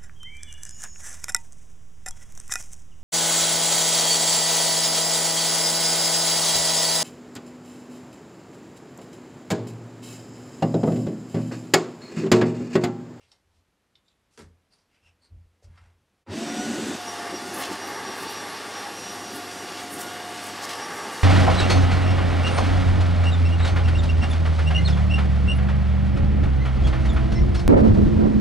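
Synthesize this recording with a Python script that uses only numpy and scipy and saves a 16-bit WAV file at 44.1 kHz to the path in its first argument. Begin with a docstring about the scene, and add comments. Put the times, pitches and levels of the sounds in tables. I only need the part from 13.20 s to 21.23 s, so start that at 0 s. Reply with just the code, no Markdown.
"""A small workshop with a shop vacuum, heard through one microphone. The plastic hose is handled and
knocked, two steps thud on the floor, then the switch snaps and the motor spins up at once.
Its shaft sings, its fan blades whine and the mains current hums over rushing air.
The air roars in the hose at first, and spits as fingers and objects come near the narrow nozzle."""
import sys
import numpy as np
from scipy import signal
from scipy.fft import rfft, irfft, next_fast_len
from scipy.io import wavfile
from scipy.ndimage import uniform_filter1d, map_coordinates

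SR = 44100
rng = np.random.default_rng(int(sys.argv[2]) if len(sys.argv) > 2 else 0)


def materialize(psi):
    """Save the field psi as 16-bit PCM at rate SR to the path in sys.argv[1].

    A 1-D psi becomes a single channel; in a 2-D psi each row is a channel.
    """
    bounded = np.clip(np.atleast_2d(psi).T, -1, 1)
    quanta = np.round(bounded * 32767).astype(np.int16)
    wavfile.write(sys.argv[1], SR, quanta)


N = 354211
TIME = np.arange(N) / SR
ONE_SECOND = np.arange(SR) / SR
SWITCH_S, FREE_UNTIL_S = 3.062, 3.765  # the switch closes; the nozzle leaves free air


def amp(db):
    """Turn decibels (dB) into a number to multiply by."""
    return 10 ** (np.asarray(db) / 20)

def unit(x):
    """Scale a signal to an average power of 1."""
    return x / np.sqrt(np.mean(x ** 2) + 1e-20)

def along(points, hz):
    """Read between (Hz, value) points, with octaves evenly spaced."""
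    freqs, values = np.transpose(points)
    return np.interp(np.log(hz + 1), np.log(freqs + 1), values)

def curve(points):
    """Join (seconds, value) points with straight lines."""
    return np.interp(TIME, *np.transpose(points))

def wobble(rate):
    """A smooth random curve through `rate` points a second."""
    return map_coordinates(rng.standard_normal(int(N * rate / SR) + 4), [TIME * rate])

def bump(s, length):
    """A bell-shaped rise and fall around time s."""
    return np.exp(-np.minimum(((TIME - s) / length) ** 2, 60))

def after(s, change_s=0.013):
    """A smooth step from 0 to 1 at time s."""
    return (1 + np.tanh((TIME - s) / change_s / 2)) / 2

def struck(db, rise, fade):
    """The loudness of a knock: it rises fast, then drops 60 dB in `fade` seconds."""
    return amp(db - 60 * ONE_SECOND / fade) * (1 - np.exp(-ONE_SECOND / rise))

def filtered(x, response):
    """Turn each frequency of x up or down by response(hz)."""
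    size = next_fast_len(len(x) + 8192)
    return irfft(rfft(x, size) * response(np.fft.rfftfreq(size, 1 / SR)), size)[:len(x)]

def boost(peaks, hz):
    """The dB added by resonances, the pitches at which a thing likes to ring."""
    return sum(db / (1 + (2 * (hz - centre) / width) ** 2) for centre, width, db in peaks)

def noise(colour, peaks=()):
    """Noise with a colour (its balance of low and high) and resonances on top."""
    return unit(filtered(rng.standard_normal(N), lambda hz: amp(along(colour, hz) + boost(peaks, hz))))

def band(centre_hz, width_hz):
    """One second of noise around one pitch."""
    gain = lambda hz: 1 / (1 + ((hz ** 2 - centre_hz ** 2) / (width_hz * (hz + 1))) ** 2 / 2)
    return unit(filtered(rng.standard_normal(SR), gain))

def add(track, s, sound):
    """Mix a sound into the track from time s on."""
    start = round(s * SR)
    piece = sound[max(-start, 0):max(N - start, 0)]
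    track[max(start, 0):][:len(piece)] += piece

def strokes(rows, tone, broad):
    """Short swells, each with its own tone over the same broad noise."""
    out = np.zeros(N)
    for s, db, hz, width, length in rows:
        bell = np.exp(-((ONE_SECOND - .5) / length) ** 2)
        add(out, s - .5, amp(db) * tone(hz, width) * bell)
        out += amp(db) * bump(s, length) * broad
    return out

def blend(share, a, b):
    """Mix two noises at even power; share 1 is all a, share 0 all b."""
    return np.sqrt(share) * a + np.sqrt(1 - share) * b


# Each row: frequency in Hz, relative level in dB. All COLOUR tables read this way.
QUIET_COLOUR = [(20, -30), (50, -7.5), (90, -9.5), (190, -12.5), (440, -17), (1100, -21), (2600, -25),
                (8000, -34), (12500, -36.5), (14000, -52)]

def quiet_room():
    """A faint, low background noise."""
    return amp(-72) * noise(QUIET_COLOUR)

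# Each row: frequency in Hz, seconds the echo takes to fade.
WALL_FADES = [(100, 0.14), (500, 0.31), (4000, 0.14), (14000, 0.069)]

def room_echo(x, echo_db):
    """Crowded walls add a short echo to the direct sound."""
    hz, t, spectrum = signal.stft(rng.standard_normal(SR // 2), SR, nperseg=256)
    fading = amp(-60 * t / along(WALL_FADES, hz)[:, None])
    tail = signal.istft(spectrum * fading, SR, nperseg=256)[1]
    echo = signal.fftconvolve(x, tail / np.linalg.norm(tail))[:N]
    return (x + amp(echo_db) * echo) / np.hypot(1, amp(echo_db))

# Each row: start in seconds, level in dB.
FLOOR_THUDS = [(.0, -62), (.241, -58), (0.349, -59), (1.2, -42), (1.823, -54), (2.1, -35), (2.438, -35.5),
               (2.588, -42)]

def footsteps(floor_hz=85.1):
    """Steps and shifts of weight make the floor ring briefly."""
    out = np.zeros(N)
    tone = np.sqrt(2) * np.sin(2 * np.pi * floor_hz * ONE_SECOND)
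    for s, db in FLOOR_THUDS:
        rumble = 0.55 * band(0.72 * floor_hz, 0.5 * floor_hz)
        add(out, s, struck(db, rise=0.051, fade=0.42) * (tone + rumble))
    return out

# Scuffing cloth. Each row: frequency in Hz, relative level in dB.
SCUFF_COLOUR = [(200, -8), (500, 3), (2000, -2), (5000, -7), (9000, -6.5), (13000, -14)]
# Each row: middle in seconds, level in dB, rib pitch in Hz, width in Hz, length in seconds.
HOSE_RUBS = [(.03, -65.5, 2680, 900, 0.038), (.12, -70, 4400, 2000, .07), (.36, -75, 4000, 2500, .054),
             (.895, -71, 3650, 350, 0.043), (1.15, -64, 6000, 6000, 0.033),
             (1.535, -62.5, 4700, 800, 0.022), (1.595, -69.5, 4840, 1500, .05),
             (1.75, -68.5, 2430, 900, 0.046), (1.87, -61.5, 2660, 350, 0.036), (2.05, -63, 4340, 400, 0.03),
             (2.445, -61, 5600, 2500, 0.017), (2.6, -64, 1170, 1200, 0.11)]

def hose_rubs():
    """Hands and sleeves slide over the ribs: a rough note, its octave and a scuff."""
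    ribs = lambda hz, width: band(hz, width) + amp(-9.5) * band(2 * hz, width)
    scuff = amp(-4.5) * noise(SCUFF_COLOUR)
    return strokes(HOSE_RUBS, ribs, scuff) * amp(-4 + 2.1 * wobble(250))

# Each row: start in seconds, level in dB, pitch in Hz, width in Hz, fade in seconds.
PLASTIC_CLICKS = [(.117, -34.5, 4100, 2400, 0.0073), (.754, -45.5, 3250, 1100, .016),
                  (.88, -60, 3900, 1000, .04), (2.424, -55.5, 513, 120, 0.11),
                  (2.574, -48, 1350, 800, 0.06)]
# Each row: pitch in Hz, width in Hz, boost in dB.
TUBE_RESONANCES = [(3120, 120, 1.5), (3730, 340, 9.5), (4300, 200, 4), (4700, 180, 12), (5350, 190, 16),
                   (7400, 250, 2)]

def tube_clicks():
    """Light taps click and leave the plastic tube ringing."""
    out = np.zeros(N)
    for s, db, hz, width, fade in PLASTIC_CLICKS:
        add(out, s, struck(db, rise=0.0018, fade=fade) * band(hz, width))
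        add(out, s, struck(db - 23.5, rise=0.0018, fade=0.12) * noise(SCUFF_COLOUR)[:SR])  # the ring
    return filtered(out, lambda hz: amp(-1.5 + boost(TUBE_RESONANCES, hz)))

# Each row: start in seconds, level in dB.
HOSE_SLAPS = [(1.1754, -45.5), (1.191, -46), (1.207, -53.5)]
# Each row: pitch in Hz, width in Hz, dB added to the slap's level, rise and fade in seconds.
SLAP_RINGS = [(167, 42, 2, 0.027, 0.24), (230, 33, -3, 0.018, 0.21), (375, 190, -0.5, 0.0033, 0.12),
              (1350, 780, -6, .0008, 0.15), (6000, 7300, -7.5, 0.00055, 0.2), (3500, 4400, 2, .0001, 0.013)]

def hose_slaps():
    """The hose slaps into the hand and bounces, ringing at several pitches."""
    out = np.zeros(N)
    for s, db in HOSE_SLAPS:
        for hz, width, extra_db, rise, fade in SLAP_RINGS:
            add(out, s, struck(db + extra_db, rise, fade) * band(hz, width))
    return out

def switch_snap():
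    """The housing jolts as the switch closes."""
    out = np.zeros(N)
    add(out, SWITCH_S, struck(-45, rise=.007, fade=.33) * band(600, 700))
    return out

def handling():
    """All the plastic sounds in the room, with the treble above about 10 kHz dulled."""
    plastic = tube_clicks() + hose_rubs() + switch_snap() + hose_slaps()
    dulled = filtered(plastic, lambda hz: 1 / np.hypot(1, (hz / 10300) ** 7))
    return room_echo(dulled, echo_db=-4.5)

def mains_hum(since_on):
    """The motor hums at twice the 50 Hz mains, loudest in the surge of current as it starts."""
    surge = amp(-35.5) * np.exp(-((since_on - .048) / 0.018) ** 2)
    tone = np.sqrt(2) * np.sin(2 * np.pi * 100 * since_on)
    return (amp(-58 + wobble(3.2)) + surge) * tone

# Running speed as the load changes. Each row: time in seconds, turns per second.
SHAFT_SPEED = [(3.75, 738), (3.83, 717), (3.9, 705), (4.08, 699), (4.2, 709), (4.3, 718), (4.55, 720),
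               (4.63, 710), (4.8, 706), (4.95, 705), (5.08, 711), (5.3, 702.5), (5.7, 704), (5.87, 712),
               (6.9, 716), (7.45, 712), (7.63, 706), (8.03, 704)]
# The shaft's tone sinks during hollow suction. Each row: time in seconds, level in dB.
SHAFT_LEVEL = [(3.1, -50), (3.23, -41), (3.3, -47), (3.4, -38), (3.55, -47), (3.72, -51), (3.85, -42),
               (4.1, -42), (4.22, -46.5), (4.32, -45.5), (4.8, -56), (5.75, -56), (5.95, -45.5), (6.5, -45),
               (7.1, -43), (7.55, -52), (8.03, -80)]
# Each row: multiple of the shaft's pitch, steady level in dB.
OVERTONES = [(2, -56), (4, -56.5), (8, -56.5), (16, -61.5)]
# Each row: middle in seconds, which multiple swells, level in dB, length in seconds.
OVERTONE_SWELLS = [(3.237, 8, -53, 0.021), (3.29, 2, -48, 0.025), (3.3, 8, -49, 0.026),
                   (3.413, 8, -46.5, 0.092), (3.506, 2, -46, 0.17), (3.895, 8, -39, 0.023),
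                   (4.16, 8, -38, 0.023), (4.28, 2, -47, .05), (4.64, 8, -46, .04),
                   (4.772, 8, -46.5, 0.035), (4.888, 8, -46, .04), (5.09, 8, -48, .025),
                   (5.187, 8, -44.5, 0.037), (5.565, 8, -50, 0.063), (5.86, 8, -45.5, 0.066),
                   (6.057, 8, -51, .07), (6.17, 2, -52, .05), (6.42, 8, -52.5, 0.11),
                   (6.857, 2, -50.5, 0.097), (6.922, 8, -55, .04), (7.62, 8, -46, 0.035),
                   (7.8, 8, -54, 0.054), (8.023, 8, -50, .03)]

def motor_whine(spin):
    """The shaft sings once per turn, its eight fan blades eight times; swirling air shakes the tones."""
    shaft_hz = spin * curve(SHAFT_SPEED) * (1 + .0007 * wobble(30))
    turns = np.cumsum(shaft_hz) / SR + .0058 * wobble(180)
    tone = lambda multiple: np.sqrt(2) * np.sin(2 * np.pi * multiple * turns) * amp(2.1 * wobble(32))
    out = amp(curve(SHAFT_LEVEL)) * tone(1)
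    for multiple, db in OVERTONES:
        swell = sum(amp(peak_db) * bump(s, length)
                    for s, which, peak_db, length in OVERTONE_SWELLS if which == multiple)
        steady = amp(db + 2.5 * wobble(8.2)) * spin ** 16  # heard only near full speed
        out += (steady + swell) * tone(multiple)
    return out

def surging(db):
    """The gain for a layer of air, swaying randomly around db."""
    return amp(db + 0.94 * wobble(10))

# Each row: frequency in Hz, relative level in dB.
ROAR_COLOUR = [(50, -38), (85, -14), (125, -12), (175, -3.5), (230, -0.5), (290, 3), (390, 2), (470, -10.5),
               (600, -5), (900, -68)]
# Each row: pitch in Hz, width in Hz, boost in dB.
HOSE_RESONANCES = [(175, 30, 2.5), (226, 34, 12.5), (290.5, 10, 7), (344, 31, 1.5)]
# Each row: middle in seconds, boost in dB, length in seconds.
HOSE_GULPS = [(3.59, 3, 0.02), (3.69, 0.5, .05), (4.14, 12, 0.016), (4.246, 7.5, 0.06), (4.365, 8.5, 0.041),
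              (4.518, 13, 0.029), (4.67, 4.5, .06), (4.9, 6.5, .04), (5.053, 5.5, 0.04), (5.207, 4, 0.074),
              (6.143, 5.5, 0.043), (6.79, 4, 0.053), (7.734, 3.5, 0.036), (7.872, 5, 0.017)]

def hose_roar(spin, free, spell):
    """Swirling air roars in the hose, drones while the nozzle is free and swells with each gulp."""
    gulps_db = sum(db * bump(s, length) for s, db, length in HOSE_GULPS)
    level = surging(-43.5 + 12 * free - 1.5 * spell) * amp(gulps_db + 1.1 * wobble(25))
    return level * spin ** 2.5 * blend(free, noise(ROAR_COLOUR, HOSE_RESONANCES), noise(ROAR_COLOUR))

# Each row: frequency in Hz, relative level in dB.
EXHAUST_COLOUR = [(300, -13), (480, 3), (580, -1), (720, 5), (1000, -1), (1300, -1), (1650, -0.5),
                  (2000, 0.5), (2400, -12), (3500, -46)]
# Each row: pitch in Hz, width in Hz, boost in dB.
DRUM_RESONANCES = [(394, 76, 8.5), (818, 15, 11), (896.4, 32, 9.5), (1149, 140, 10.5), (1635, 95, 5.5),
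                   (1796, 41, 6.5), (2126, 18, 10)]

def exhaust(spin, free, spell):
    """Air on its way out rings the vacuum's drum, most during hollow suction."""
    ringing = (1 - free) * np.clip(0.78 + 0.32 * spell, 0, 1)
    level = surging(-39.3 + free + 4.5 * spell) * spin ** 2.7
    return level * blend(ringing, noise(EXHAUST_COLOUR, DRUM_RESONANCES), noise(EXHAUST_COLOUR))

# The rush, the hiss and the hiss in free air. Each row: frequency in Hz, relative level in dB.
RUSH_COLOUR = [(1300, -68), (2200, 0.5), (2800, 5), (3200, 1.5), (3600, 4.5), (4000, 0), (4600, 3),
               (5600, 0), (6300, -12), (8000, -50)]
HISS_COLOUR = [(4500, -9), (6100, 3.5), (8000, 2), (9500, 1.5), (11000, -5), (13000, -10.5), (15700, -17)]
FREE_HISS_COLOUR = [(4500, -49), (6000, 3.5), (7500, 1.5), (7950, 6), (8500, -1), (10000, -7), (12000, -14),
                    (15700, -23)]

def nozzle_hiss(spin, free, spell):
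    """Air pulled through the narrow nozzle makes a bright rush and a higher hiss."""
    rush = surging(-42.5 + 2.8 * free + 1.1 * spell) * spin ** 2 * noise(RUSH_COLOUR)
    hiss = surging(-46 + 4 * free - 0.15 * spell) * spin ** 3.9
    hiss *= blend(free, noise(FREE_HISS_COLOUR), noise(HISS_COLOUR))
    return rush + hiss

# Each row: middle in seconds, level in dB, pitch in Hz, width in Hz, length in seconds.
NOZZLE_SPITS = [(4.353, -37.5, 10700, 1800, 0.016), (4.405, -38, 10800, 5000, 0.033),
                (4.443, -33, 3400, 2600, 0.029), (4.53, -40.5, 4000, 4000, 0.027),
                (4.685, -51, 13250, 3000, .03), (5.01, -45, 9750, 4500, 0.061),
                (5.115, -44, 10530, 4000, .022), (6.16, -44, 9900, 4000, 0.042),
                (6.63, -50, 8000, 5000, .05), (6.74, -41, 10000, 3000, 0.035),
                (6.812, -37, 8760, 7500, 0.029), (7.26, -43.5, 8500, 3500, .037),
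                (7.44, -36, 4813, 3500, 0.022), (7.51, -37, 3250, 2600, 0.042),
                (7.76, -53, 12000, 3500, .035), (7.94, -49, 9000, 3500, 0.029)]

def nozzle_spits():
    """The air spits as fingers and objects come near the nozzle."""
    hiss = amp(-11.5) * noise(HISS_COLOUR)
    return strokes(NOZZLE_SPITS, band, hiss) * amp(-.5 + 2.2 * wobble(160))

def shifting_echoes(x, depth_db):
    """Random drifting peaks and dips imitate a moving source's echoes adding and cancelling."""
    spectrum = signal.stft(x, nperseg=1024)[2]
    drift = uniform_filter1d(rng.standard_normal(spectrum.shape), size=2, axis=0)  # smooth over pitch
    drift = uniform_filter1d(drift, size=24, axis=1)  # and over time
    gain = unit(amp(depth_db * unit(drift)))
    return signal.istft(spectrum * gain, nperseg=1024)[1][:N]

# Spells of hollow suction. Each row: start and end in seconds, depth from 0 to 1.
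SUCTION_SPELLS = [(3.8, 4.11, .5), (4.36, 5.72, 0.94), (7.38, 8.203, 0.86)]

def airflow(spin):
    """Suction reaches the hose and drum first, the nozzle last; small openings give little deep bass."""
    free = 1 - after(FREE_UNTIL_S)  # 1 while the nozzle is in free air
    spell = sum(depth * (after(start) - after(end)) for start, end, depth in SUCTION_SPELLS)
    body = hose_roar(spin, free, spell) + exhaust(spin, free, spell)
    nozzle = shifting_echoes(nozzle_hiss(spin, free, spell) + nozzle_spits(), depth_db=2)
    flow = after(SWITCH_S + .024) * body + after(SWITCH_S + .046) * nozzle
    return filtered(flow, lambda hz: 1 / np.hypot(1, (58 / (hz + 1)) ** 3))

def scene():
    """Handling and steps in the quiet room, then the running vacuum."""
    since_on = np.maximum(TIME - SWITCH_S, 0)
    power = 1 - np.exp(-since_on / 0.017)
    spin = 1 - .32 * np.exp(-since_on / .106)  # share of running speed: starts high, then creeps to 1
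    dip = 1 - 0.81 * np.exp(-((TIME - 3.05) / 0.017) ** 2)  # the level dips just before the switch
    workshop = handling() + footsteps() + quiet_room()
    vacuum = motor_whine(spin) + mains_hum(since_on) + airflow(spin)
    mono = dip * workshop + power * vacuum
    return np.array([mono, mono])

def record(dry):
    """The microphone dulls the highest treble, and nothing above 15720 Hz is kept."""
    response = lambda hz: (hz < 15720) / np.hypot(1, (hz / 15000) ** 6)
    return np.array([filtered(x, response) for x in dry])


dry = scene()
out = record(dry)
materialize(out)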